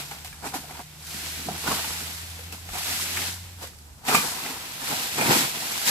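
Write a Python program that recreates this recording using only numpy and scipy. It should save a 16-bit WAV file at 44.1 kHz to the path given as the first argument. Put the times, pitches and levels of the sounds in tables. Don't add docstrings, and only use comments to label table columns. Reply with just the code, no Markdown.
import sys
import numpy as np
from scipy import signal
from scipy.fft import rfft, irfft, next_fast_len
from scipy.io import wavfile
from scipy.ndimage import uniform_filter1d

SR = 44100
rng = np.random.default_rng(int(sys.argv[2]) if len(sys.argv) > 2 else 0)


def transcribe(signal):
    frames = np.atleast_2d(signal).T
    limited = np.clip(frames, -1, 1)
    pcm = np.round(limited * 32767).astype(np.int16)
    wavfile.write(sys.argv[1], SR, pcm)


N = 260190

# (pitch_hz, relative_level_db, t60_s)
STALK_MODES = [(156, -10.5, 0.073), (215, -1.5, 0.024), (276.6, -2.5, 0.028), (349.5, 1, 0.019),
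               (446.6, 4.5, 0.013), (821, 8, 0.01), (960, 10, 0.0089), (1160, 12.5, 0.005),
               (1310, 6.5, 0.0053)]
# (time_s, dullness 0-1 from dry tips to broad blades, weight on the stalk's butt 0-1)
MOVING_PART = [(0.0, 0.43, 0.3), (0.9, 0.28, 0.18), (1.45, 0.47, 0.86), (1.66, 0.28, 0.27),
               (1.9, .35, 0.48), (2.6, 0.4, 0.4), (2.77, 0.54, 0.13), (2.95, 0.28, 0.55), (3.9, 0.37, 0.35),
               (4.12, 0.17, .2), (4.5, 0.64, 0.3), (5.1, .45, 0.38), (5.3, .6, 0.49), (5.9, 0.42, 0.22)]


def gain_of(db):
    return 10 ** (np.asarray(db) / 20)


def evened(x):
    return x / np.sqrt(np.mean(x ** 2) + 1e-20)


def curve(rows, t):
    s, *columns = np.transpose(rows)
    return [np.interp(t, s, column) for column in columns]


def read(points, hz):
    f, value = np.transpose(points)
    return np.interp(np.log(hz + 1), np.log(f + 1), value)


def filtered(x, points):
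    size = next_fast_len(N)
    gain = gain_of(read(points, np.fft.rfftfreq(size, 1 / SR)))
    return irfft(rfft(x, size) * gain, size)[:, :N]


def coloured(x, points):
    return evened(filtered(x, points))


def clicks(per_s, spread_db):
    size_db = spread_db * np.minimum(rng.exponential(1, (2, N)), 5)
    sign = rng.choice([-1., 1.], (2, N))
    return gain_of(size_db) * sign * (rng.random((2, N)) < per_s / SR)


def flutter(ms):
    width = round(ms * SR / 1000)
    return evened(uniform_filter1d(uniform_filter1d(rng.standard_normal(N), width), width))


def ring(hz, t60):
    t = np.arange(4096) / SR
    return (1 - np.exp(-t / 0.0016)) * gain_of(-60 * t / t60) * np.sin(2 * np.pi * hz * t)


def ringing(modes):
    body = sum(gain_of(db) * ring(hz, t60) for hz, db, t60 in modes)
    body = signal.sosfilt(signal.butter(4, 140, "high", fs=SR, output="sos"), body)
    return body / np.linalg.norm(body)


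def struck(x, response):
    return signal.oaconvolve(x, response[None], axes=1)[:, :N]


def trunks(x):
    t = np.arange(8192) / SR
    tail = rng.standard_normal((2, 8192)) * gain_of(-60 * t / 0.25) * (t > .006)
    return x + gain_of(-6.0) * signal.oaconvolve(x, tail / np.linalg.norm(tail[0]), axes=1)[:, :N]


def pair(x, scatter):
    # (pitch_hz, likeness 0-1)
    likeness = [(30, 0.48), (80, 0.92), (250, 0.87), (500, 0.78), (1000, 0.41), (2000, 0.11), (4000, 0.15),
                (12000, 0.064)]
    # (time_s, lag_samples)
    left_lag = [(0, -7.5), (.75, -3), (1.1, 0), (1.75, 3), (2.25, 8.5), (3.25, 3), (3.7, -7.5), (4.4, -6),
                (4.7, 10.5), (5.9, 11.5)]
    # (time_s, left_minus_right_db)
    balance = [(0.0, 0.2), (0.9, -0.7), (3.4, 0), (3.88, -2.5), (4.0, 0.5), (5.9, -0.3)]
    hz, t, z = signal.stft(x, SR, nperseg=1024, noverlap=768)
    same = np.clip(read(likeness, hz), 0, 1)[:, None] ** scatter
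    ahead = np.exp(2j * np.pi * hz[:, None] * curve(left_lag, t)[0] / SR)
    z[1] = same * ahead * z[0] + np.sqrt(1 - same ** 2) * z[1]
    z *= gain_of(np.array([.5, -.5])[:, None, None] * curve(balance, t)[0])
    return signal.istft(z, SR, nperseg=1024, noverlap=768)[1][:, :N]


def hush():
    # (pitch_hz, relative_level_db per Hz)
    bed = [(20, -17), (45, -3), (75, 3.5), (150, 2), (250, -8.5), (400, -16.5), (800, -16), (1500, -22),
           (3000, -28), (8000, -21.5), (13000, -32), (15800, -50)]
    level_db = -50.5 + 1.1 * flutter(ms=38)
    return gain_of(level_db) * coloured(rng.standard_normal((2, N)), bed)


def engine(t):
    # (time_s, firing_rate_hz, firing_rms_db, octave_rms_db)
    running = [(0.0, 72, -63, -40), (0.27, 75.44, -53, -62), (0.33, 74.85, -54, -54),
               (0.64, 75.47, -57, -48), (1.16, 77, -50.5, -50.5), (1.3, 78.86, -45.5, -55),
               (1.86, 81, -49, -52), (2.1, 82, -44, -51), (2.45, 83.9, -42.5, -54),
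               (2.62, 85.2, -46.5, -55.5), (2.7, 86.5, -44.5, -52), (2.8, 85.5, -52.5, -58),
               (3.32, 89.2, -40.5, -47.5), (3.57, 88.4, -43.5, -62), (3.72, 76.2, -52, -65),
               (3.9, 75, -50, -59), (4.1, 74, -63, -66)]
    hz, first_db, second_db = curve(running, t)
    turn = 2 * np.pi * np.cumsum(hz * (1 + 0.0088 * flutter(ms=34))) / SR
    first = gain_of(first_db + 1.5 * flutter(ms=25)) * np.sin(turn)
    second = gain_of(second_db + 1.5 * flutter(ms=20)) * np.sin(2 * turn)
    fade = np.clip((4.1 - t) / 0.23, 0, 1)
    return np.sqrt(2) * (first + second) * fade


def thuds(t):
    # (centre_s, level_db, pitch_hz)
    landings = [(0.471, -51, 61), (1.69, -39, 60), (2.72, -38, 47.7), (5.3, -41, 69.3)]
    return sum(gain_of(db) * np.exp(-((t - s) / 0.018) ** 2) * np.sin(2 * np.pi * hz * (t - s))
               for s, db, hz in landings)


def effort(t):
    # (time_s, rustle_db, crunch_above_rustle_db)
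    sway = [(0.0, -41.5, -6), (0.38, -48.5, -5), (0.62, -45, -5), (0.79, -44, -0.5), (0.85, -49, -12),
            (0.98, -49, -5.5), (1.13, -36, -10), (1.28, -34.5, -12), (1.54, -37.5, -7), (1.76, -29.5, -7.5),
            (2.2, -38.5, -9.5), (2.36, -43, -7.5), (2.65, -46, -7), (2.78, -33.5, -11), (2.91, -28, -11),
            (3.09, -31.5, -13), (3.17, -30, -7), (3.29, -31, -11), (3.38, -43, -11), (3.58, -50.5, -4.5),
            (4.03, -58, -2), (4.09, -25, -0.5), (4.2, -28.5, -5), (4.37, -34, -3.5), (4.5, -33.5, -3.5),
            (4.57, -37.5, -6), (4.78, -38, -5.5), (4.9, -28.5, -3), (5.04, -30, -7), (5.11, -32.5, -11),
            (5.32, -23.5, 1), (5.39, -21.5, -5.5), (5.52, -32.5, -8.5), (5.9, -29.5, -7.5)]
    # (full_s, rustle_db, crunch_db, rise_db_per_s, held_s)
    jolts = [(0.0, -34.5, -39.5, 1100, 0.0023), (0.113, -42, -39, 3000, 0.0049),
             (0.248, -42, -59, 4000, 0.011), (0.44, -57, -36, 400, 0.013), (0.459, -36, -36, 500, 0.013),
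             (0.542, -34.5, -31, 1500, 0.015), (0.797, -62, -41.5, 800, 0.0034),
             (1.48, -58, -33, 500, 0.016), (1.677, -30, -24, 600, .012), (1.711, -33, -27, 800, 0.013),
             (2.392, -48, -47, 800, .008), (2.526, -39, -42.5, 3000, .004), (2.735, -39, -36, 1500, 0.042),
             (3.632, -38, -37.5, 353, 0.007), (4.078, -34, -28.5, 503, 0.076),
             (4.147, -22.5, -23.5, 800, 0.0072), (5.185, -49, -24, 600, 0.05),
             (5.265, -36, -26, 600, 0.018), (5.315, -23.5, -23.5, 500, 0.015),
             (5.548, -50, -37, 600, 0.0047), (5.877, -20.5, -28.5, 500, .03)]
    rustle_db, above_db = curve(sway, t)
    power = gain_of([rustle_db, rustle_db + above_db]) ** 2
    fall_db_per_s = np.array([[201], [400]])
    for full_s, leaf_db, wood_db, rise, held in jolts:
        under_db = rise * np.maximum(full_s - t, 0) + fall_db_per_s * np.maximum(t - full_s - held, 0)
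        power += gain_of(np.array([[leaf_db], [wood_db]]) - under_db) ** 2
    return 10 * np.log10(power)


def clumps(per_s, ms):
    catches = rng.exponential(1, N) * (rng.random(N) < per_s / SR)
    level = signal.lfilter([1], [1, -np.exp(-1000 / (ms * SR))], catches)
    return evened(level - level.mean())


def leaves(colour):
    edges = evened(clicks(per_s=4000, spread_db=1.0)) + 0.75 * rng.standard_normal((2, N))
    level_db = 0.57 * clumps(per_s=130, ms=5.1) + 0.48 * clumps(per_s=45, ms=5.8)
    return gain_of(level_db) * coloured(edges, colour)


def slaps():
    t = np.arange(256) / SR
    total = np.zeros((2, N))
    for hz in np.geomspace(1000, 7000, 12):
        pop = np.sin(2 * np.pi * hz * t) * t * hz * np.exp(-t * hz / 1.1)
        total += struck(clicks(per_s=40, spread_db=4), pop)
    return evened(total)


def leaflets(t, rustle_db):
    # (pitch_hz, relative_level_db per Hz)
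    tips = [(350, -27), (700, -33), (1500, 1), (2800, -1), (4500, 2), (6500, -1), (10000, -3),
            (13200, -8.5), (15800, -31)]
    # (pitch_hz, relative_level_db per Hz)
    blades = [(350, -24.5), (700, -2.5), (1000, -10.5), (1600, -5.5), (2450, -1), (4000, -4), (7000, -10.5),
              (12800, -14.5), (15800, -26.5)]
    dull = np.clip(curve(MOVING_PART, t)[0] + 0.16 * flutter(ms=63), 0, 1)
    rustle = np.sqrt(dull) * leaves(blades) + np.sqrt(1 - dull) * leaves(tips)
    return gain_of(rustle_db) * (rustle + gain_of(-13) * slaps())


def stalks(t, crunch_db):
    weight = np.clip(curve(MOVING_PART, t)[1] + 0.1 * flutter(ms=34), 0, 1)
    slips = clicks(per_s=900, spread_db=-0.5)
    butt_modes, shaft_modes = np.split(np.array(STALK_MODES), [4])
    butt = evened(struck(slips, ringing(butt_modes)))
    shaft = evened(struck(slips, ringing(shaft_modes)))
    crunch = np.sqrt(weight) * butt + np.sqrt(1 - weight) * shaft
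    return gain_of(crunch_db + 2.0 * flutter(ms=18)) * crunch


def ticks():
    # (start_s, peak_db, brightest_hz)
    breaks = [(0.112, -37, 2510), (0.247, -29, 5000), (0.328, -40, 2000), (0.542, -30, 1600),
              (1.845, -26, 2000), (2.525, -26, 4000), (2.69, -29, 1500), (4.052, -40, 1500),
              (4.152, -10, 5500)]
    out, t = np.zeros((2, N + 1024)), np.arange(1024) / SR
    for s, peak_db, hz in breaks:
        band = signal.butter(1, [hz / 2, min(2 * hz, SR / 3)], "band", fs=SR, output="sos")
        burst = rng.standard_normal((2, 1024)) * np.exp(-t / 0.0025)
        tick = signal.sosfilt(band, burst)
        out[:, round(s * SR):][:, :1024] += gain_of(peak_db) * tick / abs(tick).max(1, keepdims=True)
    return out[:, :N]


def blade(t):
    # (pitch_hz, relative_level_db, t60_s)
    steel = [(1283, 3, 0.11), (1950, -7, 0.038), (2060, 2, 0.053), (2406, 6, 0.19), (3320, -13, .06),
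             (4370, -5, .05)]
    # (start_s, shake_level_db)
    bites = [(3.172, -36), (4.082, -32), (4.1, -22), (4.147, -19.5), (5.186, -24), (5.322, -25)]
    shakes = sum(gain_of(db) * np.exp(-np.maximum(t - s, 0) / 0.0074) * (t > s) for s, db in bites)
    return struck(shakes * rng.standard_normal((2, N)), ringing(steel))


def knocks():
    # (start_s, spot_and_stalk_level_db, spot_pitch_hz, fibre_snap_db, length_s)
    hits = [(0.11, -35, 806, -36, 0.0037), (0.246, -36.5, 764, -41, .0025), (0.326, -44, 1670, -43, 0.0032),
            (0.439, -30, 760, -40, .0036), (0.467, -29, 260, -36, .0038), (0.54, -23.5, 762, -40, .0044),
            (0.554, -24.5, 282, -50, .003), (0.641, -37, 715, -44, .002), (0.707, -34, 746, -40, 0.0025),
            (0.747, -39, 950, -43, .0044), (0.799, -34, 720, -44, .0038), (1.144, -30, 192, -46, 0.0021),
            (1.457, -29, 199, -55, .0027), (1.476, -28, 250, -60, 0.0025), (1.486, -18, 723, -61, 0.0018),
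            (1.508, -26, 202, -54, .0021), (1.672, -23.5, 1477, -33, .005), (1.682, -22, 189, -43, 0.0035),
            (1.712, -22.5, 1115, -33, 0.0042), (1.726, -23, 936, -41, 0.0019),
            (1.843, -30.5, 885, -33, 0.0029), (2.39, -36.5, 490, -44, 0.0029),
            (2.523, -31, 2640, -40, .002), (2.689, -34.5, 770, -39, 0.0018), (2.752, -28, 758, -35, 0.0042),
            (3.169, -34, 2090, -25, 0.0033), (3.637, -32, 490, -45, 0.0018), (4.05, -46, 820, -39, .003),
            (4.081, -23, 248, -30, 0.0036), (4.084, -18, 774, -30, 0.0032), (4.144, -20, 208, -32, 0.0041),
            (4.147, -8, 1183, -16.5, .0025), (4.46, -33.5, 855, -30.5, 0.0031),
            (4.822, -34, 259, -42, 0.0034), (5.183, -22, 380, -23, 0.0025), (5.211, -18, 480, -22, .0023),
            (5.22, -17, 690, -34, .0025), (5.267, -27, 940, -25, .0032), (5.321, -19.5, 380, -23, 0.0018),
            (5.357, -21, 213, -27, 0.0027), (5.407, -21.5, 263, -26, 0.0018),
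            (5.877, -24, 960, -29, 0.0028)]
    # (pitch_hz, relative_level_db per Hz)
    fibre_colour = [(300, -30), (800, -9), (1500, 1), (2400, 5.5), (4000, -23), (9000, -5.5), (15000, -35)]
    stalk_share = 0.3
    out, t = np.zeros((2, N + 8192)), np.arange(2048) / SR
    fibre = coloured(clicks(per_s=7000, spread_db=2), fibre_colour)
    answer = ringing(STALK_MODES)[None]
    for s, level_db, hz, snap_db, length in hits:
        at = round(s * SR)
        blow = t / length * np.exp(1 - t / length)
        swing = length + 0.22 / hz
        spot = t / swing * np.exp(1 - t / swing) * np.sin(2 * np.pi * (hz * t + rng.random()))
        out[:, at:at + 2048] += gain_of(level_db) * (1 - stalk_share) * spot
        stalk = signal.fftconvolve(blow * rng.standard_normal((2, 2048)), answer, axes=1)
        stalk /= abs(stalk).max(1, keepdims=True)
        out[:, at:at + stalk.shape[1]] += gain_of(level_db) * stalk_share * stalk
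        snap = fibre[:, at:at + 2048]
        out[:, at:at + snap.shape[1]] += gain_of(snap_db) * blow[:snap.shape[1]] * snap
    return out[:, :N]


def scene():
    t = np.arange(N) / SR
    rustle_db, crunch_db = effort(t)
    surroundings = hush()
    fronds = leaflets(t, rustle_db) + stalks(t, crunch_db)
    blows = trunks(knocks() + ticks() + blade(t))
    return pair(surroundings + fronds, scatter=1) + pair(blows, scatter=0.5) + engine(t) + thuds(t)


def record(dry):
    # (pitch_hz, gain_db)
    port = [(80, 0.5), (130, -3.5), (6800, 1), (7800, 4), (8800, 0), (14000, 8), (15300, 6)]
    heard = np.tanh(filtered(dry, port))
    band_limit = signal.firwin(511, 15700, window=("kaiser", 10), fs=SR)
    return signal.oaconvolve(heard, band_limit[None], "same", axes=1)


dry = scene()
out = record(dry)
transcribe(out)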